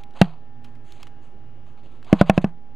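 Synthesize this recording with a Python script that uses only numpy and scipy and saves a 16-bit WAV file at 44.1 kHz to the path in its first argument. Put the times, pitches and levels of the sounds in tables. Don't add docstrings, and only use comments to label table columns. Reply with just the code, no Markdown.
import sys
import numpy as np
from scipy import signal
from scipy.fft import rfft, irfft
from scipy.io import wavfile
from scipy.ndimage import uniform_filter1d

SR = 44100
rng = np.random.default_rng(int(sys.argv[2]) if len(sys.argv) > 2 else 0)


def wav_record(signal):
    frames = np.transpose(np.atleast_2d(signal))
    bounded = np.clip(frames, -1, 1)
    quanta = np.round(bounded * 32767).astype(np.int16)
    wavfile.write(sys.argv[1], SR, quanta)


N = 121275


def amp(db):
    return 10 ** (np.asarray(db) / 20)


def unit_level(x):
    return x / np.sqrt(np.mean(x ** 2) + 1e-20)


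def noise(colour, size, patchy_db=0.):
    real, imag, patches = rng.standard_normal((size // 128 + 6, 257, 3)).T
    patches = unit_level(uniform_filter1d(uniform_filter1d(patches, size=6, axis=0), size=12, axis=1))
    hiss = signal.istft((real + 1j * imag) * amp(patchy_db * patches), nperseg=512, noverlap=384)[1]
    hz, db = np.transpose(colour)
    curve_db = np.interp(np.log(np.fft.rfftfreq(size, 1 / SR) + 1), np.log(hz), db, -90, -120)
    return unit_level(irfft(rfft(hiss[:size]) * amp(curve_db), size))


def grit(size, pitch_hz, width_hz):
    resonance = signal.iirpeak(pitch_hz, pitch_hz / width_hz, SR)
    return unit_level(signal.lfilter(*resonance, rng.standard_normal(size)))


def wander(fastest_hz):
    t = np.arange(N) / SR
    rates_hz = np.geomspace(.3, fastest_hz, 12)
    return unit_level(sum(np.sin(2 * np.pi * (hz * t + rng.random())) / np.sqrt(hz) for hz in rates_hz))


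# pitch_hz, level_db
STEREO_HISS = [(12, -35), (20, -2.5), (32, -15), (738, -62.5), (825, -43.5), (1330, -47.5), (16000, -67)]
def near_mono(mix, lag_samples=.18):
    side = lag_samples / 2 * np.gradient(mix) + amp(-86.5) * noise(STEREO_HISS, N)
    return mix + side * np.array([[1], [-1]])


# pitch_hz, level_db
ROOM_AIR = [(14, -42.5), (24, 8), (32, -4), (69, -3), (91, -22), (123, -2), (190, -16.5), (217, -9),
            (285, -13), (611, -19.5), (720, -24), (825, -21), (945, -25.5), (2960, -36.5), (16000, -71)]
# pitch_hz, level_db
MACHINE_HUM = [(118.4, -57.5), (242.2, -62.5), (339.1, -70), (818.3, -61), (1319, -79), (1637, -82),
               (1798, -81.5), (2880, -82.5)]
def workshop(waver_db=4.5):
    drifting_s = np.cumsum(1 + .0018 * wander(1.7)) / SR
    hum = np.zeros(N)
    for hz, db in MACHINE_HUM:
        peak = np.sqrt(2) * amp(db + waver_db * wander(4.5))
        hum += peak * np.sin(2 * np.pi * (hz * drifting_s + rng.random()))
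    return hum + amp(-51.5) * noise(ROOM_AIR, N, patchy_db=1)


# pitch_hz, level_db
RUB_LOW = [(200, -23.5), (500, -7.5), (750, 1.5), (1200, -3), (2000, -30)]
RUB_MIDDLE = [(900, -33), (1500, -1.5), (2800, 4.5), (4600, -3.5), (5400, -27)]
RUB_TREBLE = [(5000, -37.5), (6200, 8.5), (8000, 1.5), (11000, -7), (16000, -30)]
# start_s, hold_s, fade_s, level_db, low_db, treble_db
SKIN_RUBS = [(0, 0.012, .05, -60, 4.5, -11), (.148, 0.027, .1, -55.5, 10, -14.5),
             (0.18, 0.064, .03, -47, 3.5, -17.5), (.232, .03, 0.42, -52, 8, -21.5),
             (0.638, 0.0077, .4, -66, 7, -12), (0.832, 0.12, 0.13, -64.5, -24, -6),
             (0.937, .1, .3, -61.5, -2, -11.5), (1.211, .05, .3, -71.5, 7.5, -6),
             (1.65, 0.051, .2, -70, 7, -9.5), (1.769, 0.027, .1, -65, 2, -18),
             (1.828, .04, .2, -64.5, 0, -15.5), (1.888, 0.075, .2, -69, 3, -13),
             (2.04, 0.2, .05, -53, 10, -17.5), (2.145, 0.047, .05, -55.5, 9, -11),
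             (2.185, .03, .05, -36.5, -3, -22), (2.253, 0.048, .05, -45, 3, -18),
             (2.327, 0.049, .05, -51.5, 4, -14.5), (2.364, .016, .05, -47, 8.5, -9),
             (2.413, 0.015, .05, -48.5, -8, -11.5), (2.454, .04, .1, -67, -2, -9)]
def skin_rub(start_s, hold_s, fade_s, level_db, low_db, treble_db):
    t = np.arange(SR // 2) / SR
    low, middle, high = (noise(part, len(t), patchy_db=1.5) for part in (RUB_LOW, RUB_MIDDLE, RUB_TREBLE))
    rise = np.minimum(t / (.35 * hold_s), 1)
    fade = amp(-60 * np.maximum(t - hold_s, 0) / fade_s)
    catches_db = 2 * unit_level(uniform_filter1d(rng.standard_normal(len(t)), size=180))
    friction = middle + amp(low_db) * low + amp(treble_db) * high
    return start_s, amp(level_db + catches_db) * rise * fade * friction


# pitch_hz, level_db
CLICK_HISS = [(1000, 16), (4000, 2.5), (7000, -8.5), (11000, -16), (15000, -38)]
# start_s, level_db, pitch_hz, hiss_db, fade_s
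NAIL_TICKS = [(.036, -38.5, 2820, -18, 0.013), (.108, -55.5, 3020, 2.5, 0.013), (.137, -56, 3200, 0, 0.021),
              (0.254, -47, 4200, -8, 0.012), (.2645, -60, 7000, -6, 0.0097), (0.644, -48, 2920, -11, 0.045),
              (.645, -55, 1250, -22, .07), (0.75, -60.5, 2080, -16.5, 0.075),
              (0.922, -37.5, 3900, -9, 0.011), (1.0297, -31, 2200, -3.5, 0.012),
              (1.0695, -46, 2900, 5, 0.014), (1.075, -47, 1300, -5, 0.014), (2.0275, -51, 2980, 2, 0.019),
              (2.0457, -50.5, 3000, -10, 0.038), (2.153, -53, 4800, -5, .015)]
def nail_tick(start_s, level_db, pitch_hz, hiss_db, fade_s):
    t = np.arange(4000) / SR
    burst = grit(len(t), pitch_hz, width_hz=900) + amp(hiss_db) * noise(CLICK_HISS, len(t))
    rise = np.minimum(t / .0008, 1)
    return start_s, rise * amp(level_db - 60 * t / fade_s) * burst


# times_thump_pitch, level_db, fade_s
CARTRIDGE_TONES = [(0.838, -22, 0.32), (0.972, -25, .18), (1.899, -20, 0.035)]
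# times_pleat_pitch, level_db, fade_s
PLEAT_TONES = [(0.802, -14.5, 0.026), (1.002, -0.5, 0.02), (1.01, -34.5, 0.26), (1.198, -9.5, 0.041),
               (1.351, -17, 0.037), (1.701, -12, 0.027), (2.2, -14.5, 0.022), (2.702, -12, 0.02),
               (3.1, -19, .02)]
PULL_S = .001831
def thump_and_ring(t, thump_hz, thump_fade_s, knock_db, pleat_hz, ring_db):
    free_s = np.maximum(t - PULL_S, 0)
    tones = [(thump_hz, 0, thump_fade_s), (296, knock_db, .046)]
    tones += [(thump_hz * ratio, db, fade_s) for ratio, db, fade_s in CARTRIDGE_TONES]
    for ratio, db, fade_s in PLEAT_TONES:
        detune = 1 + .018 * rng.standard_normal()
        tones.append((pleat_hz * ratio * detune, db + ring_db, fade_s))
    ring = np.zeros(len(t))
    for hz, db, fade_s in tones:
        phase = rng.standard_normal() * np.clip(hz / 1000 - .8, 0, np.pi)
        swell = 1 - np.exp(-free_s / .0012) / 2 if hz > 400 else 1
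        ring -= swell * amp(db - 60 * free_s / fade_s) * np.cos(2 * np.pi * hz * (t - PULL_S) + phase)
    pull = np.sin(np.pi / 2 * np.minimum(t / PULL_S, 1)) ** 2
    bass_cut = signal.butter(3, 70, "high", fs=SR)
    return signal.lfilter(*bass_cut, pull * ring)


# release_s, level_db, thump_hz, thump_fade_s, knock_db, pleat_hz, ring_db, crack_db, crack_hz
PLEAT_SNAPS = [(.2152, 1, 185.8, .08, -15, 687.4, -0.5, -7, 2702),
               (2.1291, 0.5, 203.5, 0.057, -3.5, 633, -3.5, -14, 1600),
               (2.213, 2, 192.5, 0.053, -10.5, 587, 1.5, -10, 1484),
               (2.2975, -0.5, 195.7, .06, -16, 649.4, 4, -7.5, 2620),
               (2.3784, -2, 187.1, 0.052, -12, 600, -4.5, -15.5, 2606),
               (2.4439, -5, 199, 0.06, -21, 660, -7, -18, 2614)]
def pleat_snap(release_s, level_db, thump_hz, thump_fade_s, knock_db, pleat_hz, ring_db,
               crack_db, crack_hz):
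    t = np.arange(SR // 2) / SR
    free_s = np.maximum(t - PULL_S, 0)
    body = thump_and_ring(t, thump_hz, thump_fade_s, knock_db, pleat_hz, ring_db)
    crunch = amp(-8) * grit(len(t), crack_hz, width_hz=540)
    ping = np.sin(2 * np.pi * (crack_hz * t + rng.random()))
    hiss = noise(CLICK_HISS, len(t)) * amp(-4.5 - 60 * free_s / .012)
    crack = (crunch + ping) * amp(-60 * free_s / .018) + hiss
    rise = np.clip((t - PULL_S) / .0012 + .5, 0, 1)
    return release_s - PULL_S, amp(level_db) * (body + rise * (amp(crack_db) * crack + snap_rustle(t)))


# pitch_hz, level_db
SNAP_RUSTLE = [(300, 10.5), (700, 9), (1500, 0.5), (3000, -16), (5000, -30.5), (9000, -44.5), (16000, -54)]
def snap_rustle(t, fade_s=.17):
    return noise(SNAP_RUSTLE, len(t), patchy_db=1.5) * amp(-30 - 60 * t / fade_s)


def scene():
    mix = workshop()
    for source, table in ((pleat_snap, PLEAT_SNAPS), (nail_tick, NAIL_TICKS), (skin_rub, SKIN_RUBS)):
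        for row in table:
            start_s, sound = source(*row)
            part = mix[round(start_s * SR):][:len(sound)]
            part += sound[:len(part)]
    return near_mono(mix)


CHANNEL_OFFSET = [
    [.0194],
    [.0307],
]
def record(dry, threshold_db=-32, cut_share=.13, react_s=.025, top_hz=16400):
    power = signal.lfilter(np.ones(400) / 400, 1, np.clip(dry[0], -1, 1) ** 2)
    fall_db = np.arange(N) * 57.5 / SR
    held_db = np.maximum.accumulate(10 * np.log10(power + 1e-12) + fall_db) - fall_db
    over_db = np.maximum(held_db - threshold_db, 0)
    span = round(react_s * SR)
    late_db = signal.oaconvolve(over_db, np.ones(span) / span)[:N]
    clipped = np.clip(dry / amp(cut_share * late_db) + CHANNEL_OFFSET, -1, 1)
    padded = np.pad(clipped, ((0, 0), (300, 300)), "edge")
    treble_cut = signal.firwin(511, top_hz, window=("kaiser", 9), fs=SR)
    return signal.oaconvolve(padded, treble_cut[None], "same")[:, 300:-300]


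dry = scene()
out = record(dry)
wav_record(out)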